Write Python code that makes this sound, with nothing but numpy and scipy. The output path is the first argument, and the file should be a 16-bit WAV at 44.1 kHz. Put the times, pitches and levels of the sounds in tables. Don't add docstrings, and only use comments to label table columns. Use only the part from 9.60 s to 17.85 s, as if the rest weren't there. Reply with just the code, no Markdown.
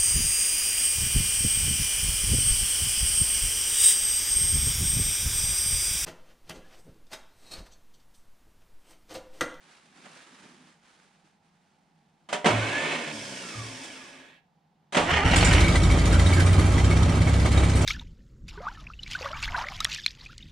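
import sys
import numpy as np
from scipy import signal
from scipy.fft import rfft, irfft, next_fast_len
from scipy.io import wavfile

SR = 44100
rng = np.random.default_rng(int(sys.argv[2]) if len(sys.argv) > 2 else 0)


def to_wav(s):
    ch = np.atleast_2d(s).T
    pcm = np.round(np.clip(ch, -1, 1) * 32767)
    wavfile.write(sys.argv[1], SR, pcm.astype(np.int16))


N = 363825
TIME = np.arange(N) / SR


def from_db(db):
    return 10 ** (np.asarray(db) / 20)


def rms_one(x):
    return x / np.sqrt(np.mean(x ** 2) + 1e-20)


def in_time(rows):
    s, *columns = np.transpose(rows)
    return [np.interp(TIME, s, c) for c in columns]


def at_hz(points, hz, axis=1):
    points = np.array(points)
    return np.interp(np.log(hz), np.log(points[:, 0]), points[:, axis])


def drift(rate_hz):
    pole = np.exp(-80 * np.pi * rate_hz / SR)
    slow = signal.lfilter([1], [1, -2 * pole, pole * pole], rng.standard_normal(N // 40 + 2002))[2000:]
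    return np.interp(np.arange(N) / 40, np.arange(len(slow)), rms_one(slow))


def since(s):
    return np.maximum(TIME - s, 0)


def settle(s, lag_s):
    return 1 - np.exp(-since(s) / lag_s)


def held(start_s, end_s, attack_s, release_s):
    return settle(start_s, attack_s) * np.exp(-since(end_s) / release_s)


def swells(rows, attack_s, release_s, column=2):
    power = 0
    for row in rows:
        envelope = held(row[0], row[0] + row[1], attack_s, release_s)
        power = power + (from_db(row[column]) * envelope) ** 2
    return np.sqrt(power)


# freq_hz, likeness (1 = same in both channels), left_minus_right_db
PAIR = [(100, 0.74, 1.5), (250, 1, -1.5), (496, 0.9, -1), (1030, 0.35, -5), (2010, 0.6, -3),
        (3840, 0.87, -1), (8000, 0, -1)]


def spread(mid, side, hz):
    alike = np.clip(at_hz(PAIR, hz), -.999, .999)
    pan_db = at_hz(PAIR, hz, axis=2)
    sign = np.array([[1], [-1]])
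    return (np.sqrt(1 + alike) * mid + sign * np.sqrt(1 - alike) * side) * from_db(sign * pan_db / 2)


def noise(spectrum, tilt_db=0, size=N, panels=0.0, panel_t60_s=0.14):
    padded = next_fast_len(size, True)
    hz = np.maximum(np.arange(padded // 2 + 1) * SR / padded, 1)
    low_skirt = np.minimum(hz / spectrum[0][0], 1) ** 3
    colour = low_skirt * from_db(at_hz(spectrum, hz) + tilt_db * np.log2(hz / hz[-1]))
    age = TIME[:SR // 4]
    decaying = rng.standard_normal(len(age)) * from_db(-60 * age / panel_t60_s)
    modes = rms_one(np.abs(rfft(decaying, padded)))
    share = np.clip(panels, 0, 1) * np.interp(hz, [0, 1000, 4000, 8000], [0, 1, 1, .35])
    colour *= np.sqrt(1 - share + share * modes ** 2)
    mid, side = rfft(rng.standard_normal((2, padded)))
    return rms_one(irfft(spread(mid, side, hz) * colour, padded)[:, :size])


def ring(clicks, hz, t60_s):
    r, w = 1e-3 ** (1 / (t60_s * SR)), 2 * np.pi * hz / SR
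    return signal.lfilter([0, np.sin(w)], [1, -2 * r * np.cos(w), r * r], clicks + 1e-18)


def passes(phase):
    return np.flatnonzero(np.diff(np.floor(phase)) > 0)


def clicks_at(at, sizes):
    out = np.zeros(N)
    out[at] = sizes
    return out


def shop(x, t60_s=.45, wet_db=-6.0):
    age = TIME[:SR // 2]
    tail = rng.standard_normal((2, len(age))) * from_db(-60 * age / t60_s)
    tail *= from_db(wet_db) / np.sqrt(np.sum(tail[0] ** 2))
    wet = signal.fftconvolve(np.atleast_2d(x), tail, axes=1)[:, :N]
    return (x + wet) / np.sqrt(1 + from_db(2 * wet_db))


# freq_hz, level_db
SHOP = [(25, -17), (64, -22.5), (95, -10.5), (120, -23.5), (160, 2), (293, -16), (588, -19.5), (820, -8),
        (1080, -22), (4620, -32.5), (15000, -50.5)]


def shop_hush(level_db=-67.5):
    return from_db(level_db) * noise(SHOP)


# freq_hz, level_db
BLOW_COLOUR = [(80, -35.5), (170, 1), (400, -4), (700, 1.5), (1400, -3), (2200, -4), (3300, -6.5),
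               (4500, -14.5), (8500, -16), (10500, -28), (12000, -46)]
# freq_hz, level_db, t60_s
HOUSING = [(410, -13, 0.44), (561, -2.5, 0.087), (602, -5, 0.43), (726, -1.5, 0.23), (957, -7.5, 0.42),
           (2030, 2, 0.038), (3110, -8.5, 0.16)]


def blows(table, attack_s=.0013):
    out, age = np.zeros((2, N)), TIME[:SR // 2]
    lowpass = signal.butter(1, 1500, fs=SR, output="sos")
    for start_s, level_db, tilt_db, t60_s, ring_db in table:
        burst = noise(BLOW_COLOUR, tilt_db, size=len(age))
        low = signal.sosfilt(lowpass, burst)
        body = low * from_db(-60 * age / (1.16 * t60_s))
        body += (burst - low) * from_db(-60 * age / (0.73 * t60_s))
        for hz, mode_db, mode_t60_s in HOUSING:
            cycles = hz * age + rng.random() + 0.24 * rng.random((2, 1))
            body += np.sin(2 * np.pi * cycles) * from_db(ring_db + mode_db - 60 * age / mode_t60_s)
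        at = round(start_s * SR)
        out[:, at:at + len(age)] += from_db(level_db) * body * (1 - np.exp(-age / attack_s))
    return out


# freq_hz, level_db
CLOTH = [(210, -28), (350, -5.5), (592, -5.5), (1540, -2), (7550, -13.5), (9520, -14.5), (12500, -42)]
# freq_hz, level_db
SHUFFLE = [(90, -45), (150, 3.5), (240, 7.5), (400, -3), (700, -52)]
# start_s, length_s, jacket_db, boots_db (before boots_trim_db)
MOVES = [(0, 0.17, -57, -67), (.22, 0.18, -61.5, -63), (.35, 0.11, -56.5, -55), (.44, 0.18, -53, -61),
         (.66, 0.18, -55, -56.5), (.82, 0.28, -60, -57), (1.04, .06, -64.5, -66), (1.21, 0.24, -62.5, -70),
         (1.5, 0.1, -68.5, -73), (1.635, 0.02, -65, -61), (1.82, 0.34, -72, -76), (2.2, 0.7, -75.5, -73)]
# start_s, level_db, tilt_db_per_octave, t60_s (nominal), housing_ring_db
KNOCKS = [(.456, -44.5, 0, 0.12, -27), (.832, -55, -7, 0.24, -20), (5.225, -62, -9, 0.116, -27)]


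def driver(attack_s=0.011, release_s=0.096, crinkle_db=1.0, boots_trim_db=-4.0):
    crinkle = from_db(drift(20) + crinkle_db * drift(150))
    cloth = swells(MOVES, attack_s, release_s) * crinkle * noise(CLOTH)
    steps = swells(MOVES, attack_s=0.0049, release_s=0.023, column=3)
    shuffle = steps * from_db(boots_trim_db + 2 * drift(46)) * noise(SHUFFLE)
    return cloth + shuffle + blows(KNOCKS)


# start_s, level_db, tilt_db_per_octave, t60_s (nominal), housing_ring_db
CLUNKS = [(2.688, -39.5, 0, 1, -5), (2.727, -24.5, 1.5, 0.25, -1), (2.844, -22.5, -2, 0.19, -0.5),
          (2.857, -15.5, -1, 0.42, -8.5), (4.235, -41, 6, 0.22, -12), (5.323, -32.5, 1, 1, -8),
          (5.346, -24, 0, 0.95, -0.5), (5.368, -15, -1.5, 0.24, -12)]


def relay_and_solenoid():
    return blows(CLUNKS)


ROTOR_TOP_HZ, ROTOR_KICK = 84, .45
SPIN_UP_S, COAST_S, COAST_SHAPE = .2, 1.45, 1.24


def rotor_speed(on_s, off_s):
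    powered_s = since(on_s) - since(off_s)
    powered = 1 - (1 - ROTOR_KICK) * np.exp(-powered_s / SPIN_UP_S)
    return powered * np.maximum(1 - (since(off_s) / COAST_S) ** COAST_SHAPE, 1e-4)


# freq_hz, gain_db
RADIATION = [(250, 12), (500, -3), (1350, 5), (1550, -10), (2500, 4), (3400, 2.5), (4000, -10), (6000, -21)]


def gear_tone(hz, partials_db, wobble, flutter_db):
    phase = 2 * np.pi * np.cumsum(hz * (1 + wobble * drift(39))) / SR
    tone = 0
    for k, db in enumerate(partials_db, 1):
        level_db = db + at_hz(RADIATION, k * hz) + flutter_db * drift(38)
        tone = tone + from_db(level_db) * np.sin(k * phase)
    return tone


MOUNT_HZ = 264.2


def mount_hum(t60_s=0.32):
    return rms_one(ring(rng.standard_normal(N), MOUNT_HZ, t60_s))


# on_s, off_s
FREE_KEY = (2.85, 3.36)
COMMUTATOR_BARS = 23
# freq_hz, width_hz, lift_db
WHINE_PEAKS = [(1708, 110, 16.5), (1800, 120, 6.5), (1480, 150, 9)]
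BUZZ = [0, 1.5, 1, 0, -1]
# order (multiple of rotor speed), level_db
ROTOR = [(2, -2), (3, -2.5), (4, -5.5), (6, -9), (7, -10.5), (8, -14.5), (9, -8.5)]


def starter_tones(speed, power, whine_db=-47.0, coast_db=-55.0, drive_db=-46.5, hum_db=-44.0,
                  hum_lift_db=2.5, mount_db=-52.0, mount_fade=0.34):
    on_s, off_s = FREE_KEY
    rotor_hz = ROTOR_TOP_HZ * speed
    rotor = 2 * np.pi * np.cumsum(rotor_hz) / SR
    whine_hz = COMMUTATOR_BARS * rotor_hz
    lift_db = sum(db / (1 + (2 * (whine_hz - hz) / width) ** 2) for hz, width, db in WHINE_PEAKS)
    whine = np.sin(COMMUTATOR_BARS * rotor + .5 * drift(30))
    whine *= held(on_s, off_s, .01, 0.069) * from_db(whine_db + lift_db + drift(38))
    gear = power * from_db(drive_db + 3 * drift(40)) * np.sin(28 * rotor + 1.5 * drift(60))
    wobble = 1 + .6 * (np.sin(rotor + drift(10)) + np.sin(2 * rotor + drift(10)))
    buzz_gain = (1 - power) * from_db(coast_db) / (1 + (0.35 / speed) ** 4)
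    buzz = buzz_gain * wobble * gear_tone(whine_hz, BUZZ, wobble=0.006, flutter_db=3.5)
    hum = 0
    for order, db in ROTOR:
        hz = order * rotor_hz
        swell_db = hum_lift_db / (1 + ((hz - MOUNT_HZ) / 80) ** 2)
        bass_cut = 1 + (145 / hz) ** 4
        hum = hum + from_db(db + swell_db + 3 * drift(8)) * np.sin(order * rotor) / bass_cut
    mount = from_db(mount_db) * speed / np.hypot(speed, mount_fade) * mount_hum()
    shaking = from_db(hum_db) * speed * hum + mount
    clear = shop((whine + gear + shaking) * settle(on_s, 0.026), t60_s=0.25, wet_db=-14.5)
    return clear + shop(buzz * (TIME > off_s), t60_s=.2, wet_db=-6)


# freq_hz, level_db
STARTER_GEARS = [(88, -30), (150, -5), (192, -14.5), (265, -3.5), (468, -4.5), (600, -2), (1410, -7.5),
                 (1740, -8), (2290, -3), (2700, -8.5), (3190, -9.5), (4750, -19.5), (9050, -23),
                 (14000, -66)]
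# freq_hz, level_db
BRUSHES = [(880, -35), (1500, -12.5), (1970, -23), (2200, -4.5), (2890, -20.5), (3210, -3), (3910, -9),
           (5240, -0.5), (6960, -7.5), (8880, -6.5), (11000, -24), (15500, -44)]
# freq_hz, level_db
BEARING = [(1200, -18), (1700, 2), (2300, -5.5), (3400, -7.5), (7000, -35.5)]
PINION_BACK_S = 3.52


def free_starter(gear_db=-41.0, gear_growth=0.78, power_db=6.0, pinion_db=6.5, brush_db=-42.5,
                 brush_dip_db=-9.0, brush_fade=0.5, bearing_db=-47.5):
    on_s, off_s = FREE_KEY
    speed = rotor_speed(on_s, off_s)
    power = held(on_s, off_s, .01, 0.017)
    pinion = held(on_s, PINION_BACK_S, .01, 0.0044)
    gear_level = from_db(gear_db + power_db * power + pinion_db * pinion) * speed ** gear_growth
    gears = gear_level * noise(STARTER_GEARS, panels=0.82)
    brush_level = from_db(brush_db + brush_dip_db * (power + pinion) / 2)
    brush_level /= np.sqrt(1 + (brush_fade / speed) ** 4)
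    brushes = brush_level * noise(BRUSHES, panels=0.98)
    rotor = 2 * np.pi * np.cumsum(ROTOR_TOP_HZ * speed) / SR
    throb = from_db(0.54 * np.sin(rotor) + 0.64 * drift(60))
    bearing = from_db(bearing_db) * np.sqrt(speed) * noise(BEARING, panels=0.86)
    spinning = throb * held(on_s, off_s + COAST_S, 0.012, 0.022)
    rubbing = shop(bearing * spinning, t60_s=.3, wet_db=-4.5)
    return starter_tones(speed, power) + (gears + brushes) * spinning + rubbing


# start_s, length_s, level_db
SHUDDERS = [(2.89, 0.095, -23.5), (3.53, 0.025, -42.5), (3.95, 0.039, -30)]
FRAME_HZ = 112


def frame_shudder(rumble_db=-15.5):
    hum = np.sin(2 * np.pi * np.cumsum(FRAME_HZ + 2.0 * drift(2.3)) / SR)
    rumble = from_db(rumble_db) * noise([(40, -5.5), (110, 0.5), (200, -57.0)])
    return swells(SHUDDERS, attack_s=0.042, release_s=0.066) * (hum + rumble)


CRANKING_SPEED, CAUGHT_SPEED, IDLE_SPEED = 3.44, 13.314, 16.819
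TURN_OVER_S = 5.37
CATCH_S, CATCH_LAG_S, PICK_UP_S, PICK_UP_LAG_S = 5.612, .107, 6.34, .603


def crank_speed():
    leap = (CAUGHT_SPEED - CRANKING_SPEED) * settle(CATCH_S, CATCH_LAG_S)
    climb = (IDLE_SPEED - CAUGHT_SPEED) * settle(PICK_UP_S, PICK_UP_LAG_S)
    return CRANKING_SPEED * (TIME > TURN_OVER_S) + leap + climb


def running(speed, steepness=3.8):
    return np.minimum(speed / (0.75 * CAUGHT_SPEED), 1) ** steepness


# on_s, off_s
START_KEY = (5.36, 5.99)
# freq_hz, level_db
GRIND = [(150, -25), (280, -10), (750, -1.5), (1200, -6), (1400, -9), (1750, -2), (2400, -4), (3100, -7),
         (3700, -17), (9050, -28), (14000, -71)]
# freq_hz, level_db
OVERRUN = [(1200, -9), (1700, -8), (2320, 0), (3200, -9), (4200, -18), (12000, -57)]


def loaded_starter(turns, speed, gear_db=-24.0, race_db=-2.5, bite_s=5.47, slack_db=-11.0,
                   release_s=0.049, teeth=6, mesh_db=-12.0, mount_db=-12.5, clutch_db=-26.0):
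    on_s, off_s = START_KEY
    caught = running(speed)
    sag = .09 * (1 - caught) * np.cos(2 * np.pi * (2 * turns - .15))
    mesh_hz = teeth * ROTOR_TOP_HZ * rotor_speed(on_s, off_s) * (1 + sag)
    mesh = (1 - caught / 2) * gear_tone(mesh_hz, np.zeros(6), wobble=.028, flutter_db=3.0)
    chatter = rms_one(from_db(1.5 * drift(35) + 3 * drift(160)))
    grind = chatter * noise(GRIND, panels=1.0) + from_db(mount_db) * mount_hum()
    level = from_db(gear_db + race_db * caught + slack_db * (1 - settle(bite_s, 0.012)))
    level *= held(on_s, off_s, 0.027, release_s)
    clutch_level = from_db(clutch_db) * caught * held(CATCH_S, off_s, CATCH_LAG_S, release_s)
    clutch = clutch_level * chatter * noise(OVERRUN, panels=0.91)
    return level * grind + clutch + shop(level * from_db(mesh_db) * mesh, t60_s=0.13, wet_db=-14.0)


# freq_hz, width_hz, level_db
PIPE = [(61.4, 18, 5.5), (85.7, 19, 7.5), (112.7, 10.3, -3), (169.2, 11.5, -2), (250, 8, -16),
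        (269.5, 9.5, -9), (353, 160, -3)]
# order (multiple of crank speed), level_db
BOOM = [(2, -20), (4, -2.5), (5, -25), (6, -13), (7, -17.5), (8, -17), (10, -15), (14, -19)]


def exhaust(turns, speed, pulse_db=-26.0, labour_db=5.5, running_lift_db=1.5, boom_db=-15.0,
            boom_growth=2.0, jitter_s=0.0011, uneven_db=1.0, puff=0.028, puff_t60_s=0.11,
            pipe_lift_db=12.5, thump_db=-11.0, thump_hz=74, thump_t60_s=0.069):
    at = passes(2 * turns)
    chance = rng.standard_normal((len(at), 2))
    late = (jitter_s * SR * chance[:, 1]).astype(int)
    firings = clicks_at(np.clip(at + late, 0, N - 1), from_db(uneven_db * chance[:, 0]))
    gas = signal.lfilter([1], [1, -from_db(-60 / (puff_t60_s * SR))], firings)
    drive = firings + puff * (gas + 0.34) * rng.standard_normal(N)
    pipe = 0
    for k, (hz, width_hz, db) in enumerate(PIPE):
        t60_s = np.log(1000) / (np.pi * width_hz)
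        pipe = pipe + (-1) ** k * from_db(db) * ring(drive, hz, t60_s)
    pipe = signal.sosfilt(signal.butter(2, 33, "high", fs=SR, output="sos"), pipe)
    labour = np.clip((IDLE_SPEED - speed) / (IDLE_SPEED - CAUGHT_SPEED), 0, 1)
    pipe_db = pulse_db + labour_db * labour + running_lift_db * running(speed, steepness=2.1)
    pipe *= from_db(pipe_db) / np.std(pipe[at[0]:])
    thump_band = signal.butter(2, [45, 200], "band", fs=SR)
    thump = ring(signal.lfilter(*thump_band, firings), thump_hz, thump_t60_s)
    pipe += from_db(thump_db) * labour * running(speed, steepness=1.1) * thump
    swing, boom = turns + .006 * drift(8), 0
    for order, db in BOOM:
        lift_db = pipe_lift_db / (1 + ((order * speed - 90) / 6) ** 2)
        tone = np.sin(2 * np.pi * (order * swing + rng.random()))
        boom = boom + from_db(db + lift_db + 1.9 * drift(11.6)) * tone
    boom_level = from_db(boom_db) * (speed / IDLE_SPEED) ** boom_growth
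    dry = (pipe + boom_level * boom) * settle(TURN_OVER_S, 0.063)
    late_copy = np.pad(dry, (SR // 250, 0))[:N]
    return dry + np.array([[1], [-1]]) * from_db(-20.5) * late_copy


# time_s, above_idle_db
EFFORT = [(5.64, 12), (5.78, 16.5), (6.0, 10), (6.3, 4.5), (6.8, 4.5), (7.0, 0), (7.4, -1.5), (8.25, 0.5)]
# freq_hz, level_db
GEARS = [(120, -7), (200, -3.5), (304, 3), (430, -4), (630, -5), (1170, -8.5), (1560, -11), (1840, -14),
         (2400, -15.5), (3120, -16), (3960, -25), (8660, -26), (15500, -63)]
# freq_hz, level_db
CLATTER = [(900, 0), (2000, 13.5), (3200, 2.5), (5000, 4.5), (9000, 8.5), (10200, 2), (11500, -13),
           (15000, -18)]


def mechanics(turns, speed, clatter_db=-40.0, gear_db=-28.5, gear_follows=0.19, clatter_t60_s=0.29,
              rise_s=0.0029, uneven_db=4.0):
    effort_db, = in_time(EFFORT)
    at, age = passes(turns + 0.017), TIME[:SR // 4]
    burst = from_db(-60 * age / clatter_t60_s) * (1 - np.exp(-age / rise_s))
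    rattle = rfft(noise(CLATTER, panels=0.71, panel_t60_s=0.16))
    band_edges_hz = [0, *np.geomspace(1700, 9000, 13), SR]
    edges = np.searchsorted(np.arange(rattle.shape[1]) * SR / N, band_edges_hz)
    clatter = 0
    for low, high in zip(edges, edges[1:]):
        band = irfft(np.pad(rattle[:, low:high], ((0, 0), (low, 0))), N)
        clacks = clicks_at(at, from_db(uneven_db * rng.standard_normal(len(at))))
        clatter = clatter + band * signal.oaconvolve(clacks, burst)[:N]
    pulse_db = 1.1 * np.cos(4 * np.pi * turns) + 1.57 * drift(18.5)
    rush = from_db(gear_db + gear_follows * effort_db + pulse_db) * noise(GEARS, panels=0.69)
    return (from_db(clatter_db + effort_db) * clatter + rush) * running(speed)


# freq_hz (nominal), level_db, t60_s
TAPPETS = [(1258, 2.5, 0.073), (1583, 7, 0.033), (2040, 7, 0.023), (2257, 4, 0.087), (3120, 6.5, 0.034),
           (3537, 0.5, 0.045), (3783, 0, 0.068), (4130, 0, 0.064), (4400, 2, 0.032), (4820, -4.5, 0.097),
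           (5660, -1, 0.066), (6730, -3.5, 0.048)]


def valve_gear(turns, speed, tick_db=-40.5, follows=0.74, between_db=-6.5, crack_db=2.5,
               crack_t60_s=0.033, bounce_db=-4.0):
    hz, db, t60_s = np.transpose(TAPPETS)[:, :, None]
    out, cracks, age = np.zeros((2, N + SR)), np.zeros(N + SR), TIME[:SR // 12]
    decay = from_db(db - 60 * age / t60_s) * (1 - np.exp(-age / .001))
    for k, at in enumerate(passes(4 * (turns + 0.0198)), 1):
        pitch, place = rng.standard_normal((2, len(hz), 1))
        phase = 2 * np.pi * hz * (1 + .022 * pitch) * age
        rings = decay * np.sin([phase, phase + place])
        for bounce in range(3):
            at += rng.integers(SR // 500, SR // 110)
            force_db = between_db * (k % 4 > 0) + bounce_db * bounce + 2 * rng.standard_normal()
            force = from_db(force_db)
            sizes = force * from_db(5 * np.minimum(rng.standard_normal(len(hz)), 1.3))
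            out[:, at:at + len(age)] += sizes @ rings
            cracks[at:at + len(age)] += force * from_db(crack_db - 60 * age / crack_t60_s)
    ticks = out[:, :N] + cracks[:N] * noise(CLATTER, panels=0.48)
    return ticks * from_db(tick_db + follows * in_time(EFFORT)[0]) * running(speed)


# start_s, length_s, level_db, pitch_hz
RASPS = [(5.479, 0.03, -30, 1720), (5.51, 0.064, -31.5, 3040), (6.52, 0.045, -31, 1400),
         (6.758, 0.064, -31, 1610)]


def rasps(skirt_db=-22.0):
    out = 0
    for row in RASPS:
        hz = row[3]
        band = [(.5 * hz, -30), (.8 * hz, skirt_db), (hz, 0), (1.25 * hz, skirt_db),
                (2 * hz, skirt_db), (3 * hz, -40), (15000, -70)]
        half_second = noise(band, size=SR // 2)
        scrape = np.tile(half_second, N // (SR // 2) + 1)[:, :N]
        out = out + swells([row], attack_s=0.0049, release_s=0.014) * scrape
    return out


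# start_s, level_db, favoured_hz (pitch that rings most)
TINKLES = [(6.038, -20, 2297), (6.076, -28, 2240), (6.155, -21.5, 1980), (6.301, -28.5, 2232),
           (6.596, -29, 1985), (6.664, -27.5, 3780), (6.728, -27, 2235), (6.736, -30.5, 4690),
           (7.18, -27, 1983), (7.311, -27, 2200), (7.673, -31, 2200), (7.976, -29, 3780),
           (8.034, -27, 2300)]
# freq_hz, level_db, t60_s
COVER = [(2004, 6, 0.045), (2207, 2, 0.14), (2262.6, 6, 0.15), (3780, 1.5, 0.083), (4690, 1, .09)]


def loose_cover(others_db=-26.5, focus_hz=35):
    start_s, level_db, favoured_hz = np.transpose(TINKLES)
    at, tinkles = (start_s * SR).astype(int), 0
    for hz, mode_db, t60_s in COVER:
        near = np.exp(-((hz - favoured_hz) / focus_hz) ** 2)
        share = np.maximum(near, from_db(others_db + 6.8 * rng.standard_normal(len(at))))
        tinkles = tinkles + ring(clicks_at(at, share * from_db(level_db + mode_db)), hz, t60_s)
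    return shop(tinkles, t60_s=0.072, wet_db=-6.0)


def scene():
    speed = crank_speed()
    turns = np.cumsum(speed) / SR
    starter = relay_and_solenoid() + free_starter() + frame_shudder() + loaded_starter(turns, speed)
    engine = exhaust(turns, speed) + mechanics(turns, speed) + valve_gear(turns, speed)
    return shop_hush() + driver() + starter + engine + rasps() + loose_cover()


CUTOFF_HZ = 15600


def record(dry):
    return signal.sosfilt(signal.ellip(10, .1, 90, CUTOFF_HZ, fs=SR, output="sos"), dry)


dry = scene()
out = record(dry)
to_wav(out)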